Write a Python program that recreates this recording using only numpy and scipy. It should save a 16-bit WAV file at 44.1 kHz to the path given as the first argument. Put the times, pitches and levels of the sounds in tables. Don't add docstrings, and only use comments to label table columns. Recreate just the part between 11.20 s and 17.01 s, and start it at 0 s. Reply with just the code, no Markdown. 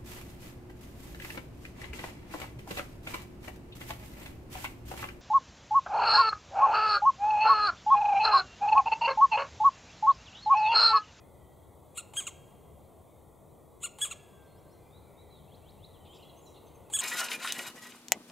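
import sys
import numpy as np
from scipy import signal
from scipy.fft import rfft, irfft, next_fast_len
from scipy.io import wavfile
from scipy.ndimage import uniform_filter1d, map_coordinates

SR = 44100
rng = np.random.default_rng(int(sys.argv[2]) if len(sys.argv) > 2 else 0)


def materialize(psi):
    bounded = np.clip(np.atleast_2d(psi).T, -1, 1)
    quanta = np.round(bounded * 32767).astype(np.int16)
    wavfile.write(sys.argv[1], SR, quanta)


N = 256199
TOP_HZ = 15700


def amp(db):
    return 10 ** (np.asarray(db) / 20)


def unit(x):
    return x / np.sqrt(np.mean(x ** 2) + 1e-20)


def along(points, hz):
    f, v = np.transpose(points)
    return np.interp(np.log(hz + 1), np.log(f + 1), v)


def wobble(rate, size):
    knots = rng.standard_normal(int(size * rate / SR) + 4)
    return map_coordinates(knots, [np.arange(size) * rate / SR])


def filtered(x, response):
    m = next_fast_len(x.shape[-1] + 4096)
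    spectrum = rfft(x, m) * response(np.fft.rfftfreq(m, 1 / SR))
    return irfft(spectrum, m)[..., :x.shape[-1]]


def add(track, s, sound):
    part = track[round(s * SR):][:len(sound)]
    part += sound[:len(part)]


# pitch_hz [Hz], left_minus_right_db [dB]
BALANCE = [(60, 5.5), (180, 2.5), (550, 1.5), (1650, 1.0), (4970, 0), (15000, 0.0)]


def leaned(pair):
    return filtered(pair, lambda hz: amp(np.outer([.5, -.5], along(BALANCE, hz))))


# start_s [s], rumble_db, roar_db, chorus_db, hiss_db [dB]
AIR_LEVELS = [(0.0, -58, -59.5, -74.5, -70.5), (0.6, -60.5, -59, -75.5, -70),
              (1.25, -56.5, -58, -75.5, -69.5), (2.1, -60, -59.5, -77.5, -70.5),
              (3.5, -59.5, -59, -73, -70), (4.63, -57, -59, -74, -69.5), (5.05, -60.5, -56, -74.5, -68),
              (5.81, -59, -57, -72.5, -69)]
# pitch_hz [Hz], density_db [relative dB per Hz]
RUMBLE_SHAPE = [(12, -46), (20, -30), (22, -12), (38, -12.5), (61, -7.5), (75, 2.5), (88, 0), (124, -5),
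                (150, -1.5), (177, -8), (199, -5), (217, -14), (260, -16.5), (340, -51), (570, -120)]
ROAR_SHAPE = [(130, -23), (220, -7), (275, -5), (350, -2.5), (461, -2.5), (692, -5.5), (1140, -13),
              (1600, -39), (2080, -55), (3520, -120)]
CHORUS_SHAPE = [(820, -28), (1400, -4.5), (1550, -14), (1810, -11), (2020, -4), (2400, -10), (2530, -12),
                (2840, -18), (2970, -12.5), (3310, -8), (5200, -18.5), (6760, -50), (11400, -120)]
HISS_SHAPE = [(2940, -57), (5000, -10), (5420, -12), (8470, -2), (9180, -3), (12300, -3.5), (15600, -3)]
# pitch_hz [Hz], correlation [-1 to 1]
LIKENESS = [(25, 0.59), (60, 0.88), (130, 0.85), (260, 0.21), (380, 0.71), (800, 0.74), (1650, 0.92),
            (2400, 1), (5000, 1), (7200, 0.98), (10400, 0.5), (15000, 0.21)]


def background():
    start_s, *levels_db = np.transpose(AIR_LEVELS)
    shapes = (RUMBLE_SHAPE, ROAR_SHAPE, CHORUS_SHAPE, HISS_SHAPE)
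    out = np.zeros((2, N))
    turn = lambda hz: np.arccos(np.clip(along(LIKENESS, hz), -1, 1)) / 2
    for level_db, shape, patchy_db in zip(levels_db, shapes, (0.85, 0.6, 3.5, 0.37)):
        cells = signal.stft(rng.standard_normal((2, N + 512)), nperseg=1024)[2]
        patches = uniform_filter1d(rng.standard_normal(cells.shape[1:]), 3, axis=0)
        patches = uniform_filter1d(patches, 12, axis=1)
        pair = signal.istft(cells * amp(patchy_db * unit(patches)), nperseg=1024)[1][:, :N]
        mid, side = filtered(pair, lambda hz: amp(along(shape, hz)) * [np.cos(turn(hz)), np.sin(turn(hz))])
        layer = leaned(np.array([mid + side, mid - side]))
        loudness = np.sqrt(np.mean(layer.mean(0) ** 2))
        out += amp(np.interp(np.arange(N) / SR, start_s, level_db)) * layer / loudness
    return out


def glide(start_s, end_s, first_hz, middle_hz, last_hz, level_db):
    u = np.linspace(0, 1, round((end_s - start_s) * SR))
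    curve = np.polyfit([0, .5, 1], np.log([first_hz, middle_hz, last_hz]), 2)
    hz = np.exp(np.polyval(curve, u))
    hz = hz * (1 + 0.0056 * wobble(155, len(u)))
    waver_db = 1.5 * wobble(70, len(u))
    swell = abs(np.sin(np.pi * u)) ** .7
    return amp(level_db + waver_db) * swell * np.sin(2 * np.pi * np.cumsum(hz) / SR)


# start_s, end_s [s], first_hz, middle_hz, last_hz [Hz], level_db [dB before the path]
WHISTLES = [(0.037, .45, 2137, 1950, 1997, -78), (3.047, 3.443, 1590, 1573, 1578, -73),
            (3.426, 3.546, 1588, 1540, 1380, -77), (3.255, 3.366, 4190, 4250, 4200, -79),
            (3.459, 3.62, 4220, 4240, 4180, -79.5), (3.595, 3.684, 2440, 2376, 2320, -79),
            (3.72, 3.797, 3650, 3860, 4220, -67.5), (3.722, 4.091, 2390, 2300, 2252, -80),
            (3.967, 4.032, 3640, 3860, 4070, -68), (4.002, 4.122, 2050, 2006, 1810, -74.5),
            (4.101, 4.181, 3980, 3920, 3470, -64.5), (4.178, 4.218, 3680, 3300, 3000, -68.5),
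            (4.736, 4.778, 3510, 3230, 2570, -67), (4.792, 4.86, 3040, 3040, 3020, -70),
            (4.877, 4.957, 2996, 3204, 3620, -59.5), (4.983, 5.023, 2290, 2900, 3100, -62.5),
            (5.013, 5.129, 3120, 3350, 3230, -66.5), (5.16, 5.208, 5950, 6370, 6500, -69),
            (5.21, 5.28, 7200, 7150, 7100, -67.5), (5.256, 5.295, 4290, 3950, 3850, -65),
            (5.258, 5.282, 6700, 5900, 5130, -72), (5.46, 5.49, 6300, 6250, 6350, -72),
            (5.544, 5.572, 6320, 6350, 6300, -70)]


def whistles(track):
    for whistle in WHISTLES:
        add(track, whistle[0], glide(*whistle))


LEAD_S, LEAD_DB_PER_S = .036, 993
ARCH_SHARE, CREST_SHARE = 0.0214, 0.49
ARCH_DB_PER_S = 66
STUTTER_DB, STUTTER_PER_S = 2.2, 170
BREAK_S, TAIL_DB_PER_S = 0.0072, 250
RELEASE_S, RELEASE_DB = .016, 17.5
LEAD_RASP, CLEAR_RASP, TAIL_RASP = 0.864, 0.022, 0.75
FRAY_S = 0.0104


def gesture(on, clear, top_hz, db, lead_db, tail, tail_db, slack_hz, snap, slacken):
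    off = on + clear
    t = np.arange(on - LEAD_S, off + tail + RELEASE_S, 1 / SR)
    after = np.clip(t - off, 0, None)
    arch = np.interp(t, [on, on + CREST_SHARE * clear, off], [1, 0, 1]) ** 2
    sag = (1 + 2 * after / slacken) * np.exp(-2 * after / slacken)
    tension = np.interp(t, [on - snap, on, on + snap / 2], [0, .82, 1]) * sag
    hz = slack_hz + tension * (top_hz * (1 - ARCH_SHARE * arch) - slack_hz)

    voiced = db - ARCH_DB_PER_S * clear * arch
    release = RELEASE_DB * np.clip(after - tail, 0, None) / RELEASE_S
    trailing = tail_db - TAIL_DB_PER_S * after - release
    leading = lead_db - LEAD_DB_PER_S * np.clip(on - snap - t, 0, None)
    caught = np.clip((t - on) / 0.0021 + 1, 0, 1)
    broken = 1 - np.exp(-after / BREAK_S)
    level = caught * ((1 - broken) * voiced + broken * trailing) + (1 - caught) * leading

    rasp = np.interp(t, [on - 0.68 * snap, on], [LEAD_RASP, CLEAR_RASP])
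    rasp = np.clip(rasp + TAIL_RASP * (1 - np.exp(-after / FRAY_S)), 0, 1)
    stutter = STUTTER_DB * np.sqrt(rasp) * wobble(STUTTER_PER_S, len(t))
    return t, hz, level + stutter, rasp


# pitch_hz [Hz], gain_db [dB]
THROAT_GAIN = [(600, -59), (1100, -1.5), (1700, -19.5), (2150, -6.5), (2800, -5.5), (3350, -1), (4200, -12),
               (4850, -25), (5450, -25.5), (5800, -29.5), (6500, -19), (7100, -1.5), (8400, -3),
               (10000, -12.5), (12000, -24.5), (15500, -31)]
# start_s, clear_s [s], top_hz [Hz], level_db, lead_in_db [dB], tail_s [s], tail_db [dB],
# slack_hz [Hz], tighten_s, slacken_s [s], treble_db [dB above 6 kHz], throat_stretch [resonance ratio]
YELPS = [(.782, 0.0097, 1413, -36, -37.5, 0.015, -44, 1162, 0.0053, 0.007, -0.9, 0.99),
         (0.9696, 0.028, 1629, -30, -40, 0.049, -40, 1061, 0.0028, .011, 0, 0.95),
         (1.069, 0.0053, 1422, -34.5, -50, 0.012, -38.5, 1088, 0.0028, 0.004, -0.5, 0.91),
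         (2.639, 0.018, 1415, -33, -39.5, 0.015, -44.5, 1076, 0.0059, 0.0046, 1.1, 0.97),
         (2.8158, 0.028, 1690, -27.5, -41, 0.039, -37, 1150, 0.0036, 0.0087, 0.6, 0.98),
         (2.9124, .007, 1382, -37, -49, 0.0089, -41, 1098, 0.0027, 0.00384, -3, 0.93),
         (5.7368, 0.027, 1699, -27, -39.5, 0.012, -35.5, 1236, 0.00326, 0.0064, 5.5, 0.98),
         (5.7895, .0065, 1738, -28, -36, 0.015, -30.5, 1260, 0.0042, 0.0068, 5.5, 0.96)]


def nestlings():
    out = np.zeros(N)
    for *note, treble_db, stretch in YELPS:
        t, hz, db, rasp = gesture(*note)
        throat = lambda f: amp(along(THROAT_GAIN, f / stretch) + treble_db * (f > 6000))
        breath_colour = lambda f: throat(f) * amp(5.2 * np.log2(f / 5000 + 0.14))
        hz = hz * (1 + 0.0897 * rasp * wobble(501.3, len(t)))
        phase = 2 * np.pi * np.cumsum(hz) / SR
        k = np.arange(1, 15)[:, None]
        sizes = throat(k * abs(hz)) * (k * hz < TOP_HZ)
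        overtones = np.sum(sizes * np.sin(k * phase + 1.4 * k * k), 0)
        tone = overtones / np.sqrt(np.sum(sizes ** 2, 0) / 2)
        pulses = 1 + 0.38 * np.cos(phase)
        breath = unit(filtered(rng.standard_normal(len(t)) * pulses, breath_colour))
        fade = np.clip((t[-1] - t) / 0.00085, 0, 1) * np.clip((t - t[0]) / 0.00067, 0, 1)
        add(out, t[0], amp(db) * fade * (np.sqrt(1 - rasp) * tone + np.sqrt(rasp) * breath))
    return out


# [dB, relative ring]
BILL_CLACKS = [(0.936, -41, 0), (2.786, -38.5, -2.5), (5.700, -44.5, 4)]


def clacks():
    out, t = np.zeros(N), np.arange(SR // 30) / SR
    for s, db, hollow_db in BILL_CLACKS:
        noise = filtered(rng.standard_normal(len(t)), lambda f: amp(0.57 * along(THROAT_GAIN, f)))
        tick = amp(-60 * t / 0.1) * unit(noise)
        ring = np.sin(2 * np.pi * 850 * t) * (1 - np.exp(-t / 0.0019))
        hollow = amp(hollow_db - 60 * t / 0.029) * ring
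        add(out, s, amp(db - 8.0) * (tick + 3.66 * hollow))
    return out


# [s for 60 dB, before t60_scale]
TREE_DECAY = [(1000, 3.9), (1700, 3.7), (3300, 1.7), (4200, 1.1), (7000, 0.81), (12000, 1.1)]


def echo(x, t60_scale, delay, spread):
    hz, t, cells = signal.stft(rng.standard_normal((2, SR)), SR, nperseg=256)
    decay = amp(-60 * t / (t60_scale * along(TREE_DECAY, hz)[:, None]))
    mid, side = signal.istft(cells * decay, SR, nperseg=256)[1]
    tail = np.array([mid + spread * side, mid - spread * side])
    late = np.pad(x, (round(delay * SR), 0))
    return signal.fftconvolve(late[None], tail / np.linalg.norm(tail[0]), axes=1)[:, :N]


def rising_whistles(track):
    for k in range(4):
        s = 3.085 + .136 * k
        add(track, s, glide(s, s + .055, 4700, 5300, 6500, -92 + 4.8 * k))


# from_loudest_s [s], pitch_hz [Hz], shape_db [dB]
SWEEP_SHAPE = [(-.07, 2555, -16), (-.04, 2906, -11), (-.015, 3450, -5.5), (0, 3970, 1.5), (.009, 4500, -11),
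               (0.02, 5950, -22), (.022, 6300, -34)]
# [dB, added to the shape]
SWEEP_REPEATS = [(4.346, -63.5), (4.495, -62.5), (4.648, -62)]


def sweeps(track):
    s, hz, shape_db = np.transpose(SWEEP_SHAPE)
    t = np.arange(s[0], s[-1], 1 / SR)
    phase = 2 * np.pi * np.cumsum(np.interp(t, s, hz)) / SR
    for loudest_s, db in SWEEP_REPEATS:
        gain = amp(db + np.interp(t, s, shape_db) + 3.1 * wobble(128, len(t)))
        add(track, loudest_s + s[0], gain * np.sin(phase))


# start_s, end_s [s], pitch_hz [Hz], width_hz [Hz], level_db [dB before the path]
TRILLS = [(4.848, 4.885, 3230, 1900, -65), (4.925, 4.985, 3300, 1400, -64.5), (4.9, 4.99, 7330, 890, -73.5),
          (4.94, 4.98, 5100, 2100, -71.5), (5.34, 5.375, 3570, 1400, -66), (5.25, 5.33, 6700, 2900, -74),
          (5.46, 5.5, 3700, 2000, -75)]


def trills(track):
    for start_s, end_s, hz, width_hz, db in TRILLS:
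        u = np.linspace(0, 1, round((end_s - start_s) * SR))
        band = filtered(rng.standard_normal(len(u)), lambda f: np.exp(-(2 * (f - hz) / width_hz) ** 2))
        add(track, start_s, amp(db) * np.sqrt(abs(np.sin(np.pi * u))) * unit(band))


# start_s [s], first_hz [Hz], level_db [dB before the path]
FALLING_CHIPS = [(5.019, 3065, -61), (5.025, 4300, -63.5), (5.09, 4200, -64.5), (5.092, 3080, -70),
                 (5.173, 2750, -75), (5.37, 4330, -65), (5.366, 2940, -69), (5.463, 2780, -74),
                 (5.545, 2700, -72), (5.657, 2770, -72), (5.687, 2750, -67)]
CHIP_S, CHIP_FALL = 0.0208, .86


def chips(track):
    for s, hz, db in FALLING_CHIPS:
        add(track, s, glide(s, s + CHIP_S, hz, hz * CHIP_FALL ** 0.39, hz * CHIP_FALL, db))


# pitch_hz [Hz], gain_db [dB]
PATH_COLOUR = [(1200, -1), (2500, 2), (3200, 1.5), (3900, 4.5), (4500, 3.5), (5100, 10), (6200, 3.5),
               (7500, 2)]


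def songbirds():
    out = np.zeros(N)
    for sing in (whistles, rising_whistles, sweeps, trills, chips):
        sing(out)
    return filtered(out, lambda f: amp(along(PATH_COLOUR, f)))


# pitch_hz [Hz], gain_db [dB]
FLICKER = [(600, -14), (1200, -8), (2000, -24), (3300, -19), (5500, -39), (9000, -13), (15000, -3)]


def flickering_pair(x):
    side = filtered(x * wobble(250, N), lambda hz: amp(along(FLICKER, hz)))
    return leaned(np.array([x + side, x - side]))


# pitch_hz [Hz], gain_db [dB]
SIDEWAYS_COLOUR = [(800, -10), (1500, -0.5), (2200, 1), (3300, -2.6), (4300, 6), (5500, 12), (7000, 3.2),
                   (12000, -5.5)]


def scene():
    near, far = nestlings() + clacks(), songbirds()
    aside = filtered(near, lambda hz: amp(along(SIDEWAYS_COLOUR, hz)))
    trunks = amp(-16.5) * echo(aside, t60_scale=0.26, delay=.008, spread=0.13)
    forest = amp(-25.5) * echo(aside, t60_scale=1.02, delay=0.028, spread=0.028)
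    glade = amp(-3.0) * echo(far, t60_scale=.6, delay=.005, spread=.05)
    return flickering_pair(near + far) + trunks + forest + glade + background()


def record(dry):
    notch_db = lambda hz: -6 * np.exp(-((hz - 5150) / 420) ** 2)
    return filtered(dry, lambda hz: amp(notch_db(hz)) * (hz < TOP_HZ))


dry = scene()
out = record(dry)
materialize(out)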